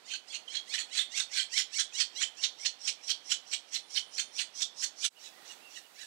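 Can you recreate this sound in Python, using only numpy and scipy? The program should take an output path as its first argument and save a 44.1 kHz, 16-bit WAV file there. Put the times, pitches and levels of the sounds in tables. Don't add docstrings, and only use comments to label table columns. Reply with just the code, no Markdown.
import sys
import numpy as np
from scipy import signal
from scipy.fft import rfft, irfft
from scipy.io import wavfile

SR = 44100
rng = np.random.default_rng(int(sys.argv[2]) if len(sys.argv) > 2 else 0)


def wrap_up_sound(samples):
    columns = np.atleast_2d(samples).T
    tamed = np.clip(columns, -1, 1)
    steps = np.round(tamed * 32767).astype(np.int16)
    wavfile.write(sys.argv[1], SR, steps)


N = 267466
TIME = np.arange(N) / SR
FREQ = np.maximum(np.arange(N // 2 + 1) * SR / N, 1)
CUT_S = 5.095
ONSET_S = 0.04
TOP_HZ = 15700


def undb(db):
    return 10 ** (np.asarray(db) / 20)


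def unit(x):
    return x / np.sqrt(np.mean(x ** 2) + 1e-20)


def colour(points, hz):
    f, db = np.transpose(points)
    return np.interp(np.log(np.maximum(hz, 1)), np.log(f), db)


def bell(x, centre, width):
    return np.exp(-0.5 * ((x - centre) / width) ** 2)


def wander(size, rate):
    knots = rng.standard_normal(size)
    return 1.19 * np.interp(np.arange(size) * min(rate / SR, 1), np.arange(size), knots)


def noise(points):
    spectrum = rfft(rng.standard_normal(N))
    return unit(irfft(spectrum * undb(colour(points, FREQ)), N))


def add(track, start, sound):
    i = int(start * SR)
    part = sound[max(-i, 0):max(N - i, 0)]
    track[max(i, 0):max(i, 0) + len(part)] += part


def read(curve, s):
    times, *columns = np.transpose(curve)
    return [np.interp(s, times, column) for column in columns]


def throat(source, gain_db):
    size = len(source) + 1024
    step = SR / size
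    bins = np.arange(size // 2 + 1)

    def across(spacing_hz):
        knots = rng.standard_normal(len(bins))
        return 1.216 * np.interp(bins * step / spacing_hz, bins, knots)

    phase = 2 * np.pi * step * np.cumsum(0.001074 * across(301.3))
    gain = undb(gain_db(bins * step) + 2.5 * across(261.5))
    return irfft(rfft(source, size) * gain * np.exp(1j * phase), size)[:len(source)]


def glide(start, end, hz, db, wheeze_db):
    # frequency in Hz, relative level in dB per Hz.
    voice_colour = [(400, -75), (1100, -50), (1700, -7.5), (2400, 4), (3200, 1.5), (4300, 4), (4900, -1.5),
                    (5600, -5.5), (7000, -0.5), (8500, -6.5), (10000, -20), (15000, -46)]
    # frequency in Hz, relative level in dB per Hz.
    wheeze_colour = [(400, -73), (1000, -32), (2400, -29.5), (4700, -15), (5300, -3.5), (5700, 1.5),
                     (6200, -9), (7200, -18), (8500, -18), (9600, -28), (15000, -52)]
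    lead_s = 0.045
    climb = 5.0
    swell_db_per_s = 150
    t = np.arange(-int(ONSET_S * SR), int((end - start + 0.02) * SR)) / SR
    size = len(t)
    since = t + start - (end - lead_s)
    unsteady = 1 + 0.01485 * wander(size, 260.0) + 0.03 * wander(size, 45.08)
    pitch = hz * np.maximum(1 + climb * since, 0.5) * unsteady
    phase = 2 * np.pi * np.cumsum(pitch) / SR

    voice = 0
    for k in range(1, 17):
        blur = 0.2 * k * hz / 3000 * wander(size, 750)
        partial = undb(4.6 * wander(size, 90)) * np.sin(k * phase + blur)
        voice = voice + partial * (k * pitch < TOP_HZ)
    breathy = unit(voice) + 0.16 * rng.standard_normal(size)
    voice = throat(breathy, lambda f: colour(voice_colour, f))
    wheeze = throat(rng.standard_normal(size), lambda f: colour(wheeze_colour, f))
    sound = unit(unit(voice) + undb(wheeze_db) * unit(wheeze))

    opening = 0.54 * np.clip((t + ONSET_S) / ONSET_S, 0, 1) + 0.6 * np.clip(t / 0.019 + 0.66, 0, 1)
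    closing = np.clip((end - start + 0.0017 - t) / 0.021, 0, 1)
    level_db = db - 2.0 + swell_db_per_s * np.minimum(since, 0.028) + 1.47 * wander(size, 91.4)
    return sound * opening * closing * undb(level_db)


def patchy(x, patchy_db, rate=110):
    spectrum = rfft(x)
    hz = np.arange(len(x) // 2 + 1) * SR / len(x)
    spacing_hz = 900
    total = 0
    for centre in np.arange(0, TOP_HZ, spacing_hz):
        band = irfft(spectrum * np.clip(1 - abs(hz - centre) / spacing_hz, 0, 1), len(x))
        total = total + band * undb(patchy_db * wander(len(x), rate))
    return total


def rasp(db, half, low_db, gape_db, treble_db,
         pulse_hz=560, scatter=0.09, air=0.42, dive=0.3, detune=0.07, sharpness=0.77):
    # frequency in Hz, relative level in dB per Hz.
    rasp_colour = [(400, -82.5), (900, -36), (1150, -24), (1450, -13.5), (1900, -7), (2500, -4), (3150, 2),
                   (3700, -2.5), (4250, 3.5), (4900, -4), (5700, 0), (8200, -11.5), (9700, -23),
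                   (12500, -39.5), (15500, -53)]
    size = 8192
    t = (np.arange(size) - size // 2) / SR
    chance = rng.standard_normal((256, 2))
    rate = pulse_hz * (1 - dive + dive * bell(t, -0.006, 0.014)) * np.exp(detune * rng.standard_normal())
    cycles = np.cumsum(np.exp(scatter * chance[:, 0]))
    at = np.searchsorted(np.cumsum(rate) / SR, cycles)
    pulses = np.bincount(at, undb(2.76 * chance[:, 1]), size)[:size]
    envelope = bell(t, 0, half * sharpness)
    flutter = undb(1.27 * wander(size, 214.2))
    source = (unit(pulses) + air * rng.standard_normal(size)) * envelope * flutter

    def gain_db(f):
        shelf = treble_db * np.clip((f - 6300) / 1500, 0, 1)
        treble = shelf + (treble_db * 0.5 + 2.0) * bell(f, 12800, 1560)
        resonances = low_db * bell(f, 1750, 310) + gape_db * bell(f, 5360, 630)
        return colour(rasp_colour, f) + resonances + treble

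    sound = throat(patchy(source, 3.5), gain_db)
    return unit(sound) * np.sqrt(np.mean(envelope ** 2)) * undb(db)


def note(half, hz, db, arch, waver):
    t = np.arange(-int(3 * half * SR), int(3 * half * SR)) / SR
    pitch = hz * (1 - arch * (t / half) ** 2 + waver * wander(len(t), 557))
    flutter_db = 1.8 * wander(len(t), 120)
    tone = np.sin(2 * np.pi * np.cumsum(pitch) / SR)
    return np.sqrt(2) * undb(db + flutter_db) * bell(t, 0, half) * tone


def nestlings():
    # climax in seconds, rasp level in dB, rasp half length in seconds before sharpening.
    begs = [(0.132, -33, 0.03), (.35, -33, 0.021), (.558, -31.5, .026), (.752, -27, .015),
            (.797, -30, 0.022), (.985, -27, 0.035), (1.196, -27, 0.027), (1.388, -27, 0.038),
            (1.595, -22, 0.02), (1.802, -22.5, 0.015), (2.011, -22, .018), (2.229, -25.5, 0.018),
            (2.447, -23.5, .015), (2.664, -24, 0.012), (2.885, -24.5, 0.015), (3.104, -23.5, 0.015),
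            (3.323, -24, .017), (3.541, -26.5, .016), (3.754, -29.5, 0.021), (3.974, -26, 0.018),
            (4.199, -27, 0.018), (4.408, -26.5, 0.019), (4.624, -24.5, 0.014), (4.84, -26, .016),
            (5.056, -25, .025), (5.257, -44, 0.023), (5.51, -45, 0.026), (5.768, -41.5, .02),
            (6.019, -42.5, 0.025)]
    # time in seconds, gape resonance in dB, wheeze against the voice in the glide in dB.
    gape = [(.13, -10, -9), (.75, -6, -11), (1.39, -2, -1.5), (2.3, -3, -2), (2.89, 6.5, 8), (3.75, 0, 12),
            (4.41, -2, 9), (4.84, 4, 22), (5.3, -0.5, 0), (6.0, -2, -6)]
    # time in seconds, glide level against the rasp in dB before swell and trim, low resonance in dB.
    fullness = [(.35, -11.5, -7), (.75, -11.5, 2.5), (1.3, -7, 2.5), (1.8, -10.5, 8.5), (2.23, -11, 1),
                (2.45, -17, -2.5), (2.89, -14.5, 0), (3.7, -22, -5.5), (3.97, -15.5, -4),
                (5.05, -13.5, -2.5), (5.3, -6.5, -5), (5.8, -10, 10)]
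    # time in seconds, treble level in dB.
    treble = [(.35, -1.5), (1.39, 4), (2.01, 1.5), (2.4, -4.5), (2.85, 4.5), (4.4, 3), (4.84, 8.5),
              (5.26, 3.5)]
    # time in seconds, pitch in Hz, level in dB before a trim.
    squeals = [(.139, 3110, -34), (.141, 1565, -43), (.483, 3200, -37.5), (.573, 3290, -27.5),
               (.997, 3630, -21.5), (1.204, 3710, -21), (1.401, 3150, -26), (1.796, 3250, -27),
               (2.015, 3130, -28.5), (2.238, 3140, -25), (2.44, 4220, -27.5), (2.668, 4300, -24.5),
               (3.32, 3130, -26), (3.325, 1450, -37.5), (3.764, 4050, -31.5), (3.979, 3110, -26.5),
               (4.198, 3150, -29), (5.054, 1394, -42.5)]
    glide_hz, calm_glide_hz = 1061, 740
    glide_lead_s, glide_gap_s = 0.068, 0.0046
    track = np.zeros(N)
    detunes = 1 + 0.03 * rng.standard_normal(len(begs))
    for (s, db, half), detune in zip(begs, detunes):
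        gape_db, wheeze_db = read(gape, s)
        glide_db, low_db = read(fullness, s)
        treble_db, = read(treble, s)
        shape = db, half, low_db, gape_db, treble_db
        if s < CUT_S:
            hz = glide_hz
            sound = rasp(*shape)
        else:
            hz = calm_glide_hz
            sound = rasp(*shape, pulse_hz=985, scatter=0.025, air=0.3, dive=0.15, detune=0.015, sharpness=0.8)
        add(track, s - len(sound) / SR / 2, sound)
        start = s - glide_lead_s
        rise = glide(start, s - glide_gap_s, hz * detune, db + glide_db, wheeze_db)
        add(track, start - ONSET_S, rise)
    for s, hz, db in squeals:
        sound = note(0.0036, hz, db + 0.5, arch=0.0138, waver=0.026)
        add(track, s - len(sound) / SR / 2, sound)
    return track


def echoes(x, t60, delay, gain, db):
    tail = rng.standard_normal(N) * undb(-60 * TIME / t60) * np.clip(TIME / delay - 0.3, 0, 1)
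    tail = irfft(rfft(tail) * gain, N)[:SR]
    return signal.fftconvolve(x, tail / np.sqrt(np.sum(tail ** 2)))[:N] * undb(db)


def surroundings(x, hollow_db, trunks_db, forest_db):
    # frequency in Hz, bandwidth in Hz, relative level in dB.
    hollow_modes = [(2000, 930, 4.5), (3300, 260, 1), (3490, 420, 12.5), (4400, 570, 5), (6000, 940, -21)]
    modes = sum(undb(db) / (1 + 2j * (FREQ - hz) / width) for hz, width, db in hollow_modes)
    trunk_gain = undb(colour([(2000, -4), (4500, 1), (8000, 2.5), (13000, 1.5)], FREQ))
    forest_gain = undb(colour([(2000, 5.5), (5000, -1.5), (10000, -17)], FREQ))
    hollow = echoes(x, 0.29, 0.0086, modes, hollow_db)
    trunks = echoes(x, 0.15, 0.008, trunk_gain, trunks_db)
    forest = echoes(x, 1.0, 0.11, forest_gain, forest_db)
    return x + hollow + trunks + forest


def wind_in_leaves():
    # frequency in Hz, relative level in dB per Hz.
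    leaves_colour = [(30, -48), (60, -65), (100, -24), (140, -13.5), (270, -5), (500, -2), (750, 0.5),
                     (1100, -4), (2000, -6), (4000, -5.5), (8000, -15), (11000, -23), (15500, -31)]
    return noise(leaves_colour) * undb(0.7 * wander(N, 5.13))


def hiss():
    # frequency in Hz, relative level in dB per Hz.
    hiss_colour = [(40, -39), (100, -14), (200, -6), (1000, -1.5), (7000, -2), (15000, -5)]
    return noise(hiss_colour)


def far_bird():
    # centre in seconds, half length in seconds, top pitch in Hz, level in dB before a trim.
    whistles = [(2.996, 0.017, 2416, -55.5), (5.172, .012, 2940, -50), (5.386, 0.051, 1960, -58.5),
                (5.655, 0.038, 2760, -53), (5.854, 0.015, 2950, -55.5)]
    band = noise([(8300, -43), (9000, -6), (9350, 6.0), (9900, -49)])
    trill = band * undb(1.5 * wander(N, 32))
    track = trill * bell(TIME, 4.05, 0.22) * undb(-63.5)
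    for s, half, hz, db in whistles:
        add(track, s - 3 * half, note(half, hz, db - 2, arch=0.04, waver=0.02))
    return track


def scene():
    calls, whistles = nestlings(), far_bird()
    leaves = wind_in_leaves()
    at_hole = surroundings(calls * (TIME < CUT_S) + whistles, hollow_db=-19.0, trunks_db=-7.0, forest_db=-30)
    at_hole = at_hole + undb(-56.5) * leaves
    stir_db = 3.33 * bell(TIME - CUT_S, 0.4, 0.12)
    inside = surroundings(calls * (TIME > CUT_S) + whistles, hollow_db=-18, trunks_db=-4.0, forest_db=-27)
    inside = inside + undb(-57 + stir_db) * leaves + undb(-60.5) * hiss()
    fade_out = np.clip((CUT_S - TIME) / 0.032, 0, 1)
    fade_in = np.clip((TIME - CUT_S) / 0.14, 0, 1) ** 0.68
    right = at_hole * fade_out + inside * fade_in
    left = undb(-67) * right + hiss() * (undb(-77) * fade_out + undb(-68) * fade_in)
    return np.array([left, right])


def record(dry):
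    thin = signal.sosfilt(signal.butter(2, 55, "high", fs=SR, output="sos"), dry)
    return signal.sosfilt(signal.ellip(10, 0.2, 70, TOP_HZ, fs=SR, output="sos"), thin)


dry = scene()
out = record(dry)
wrap_up_sound(out)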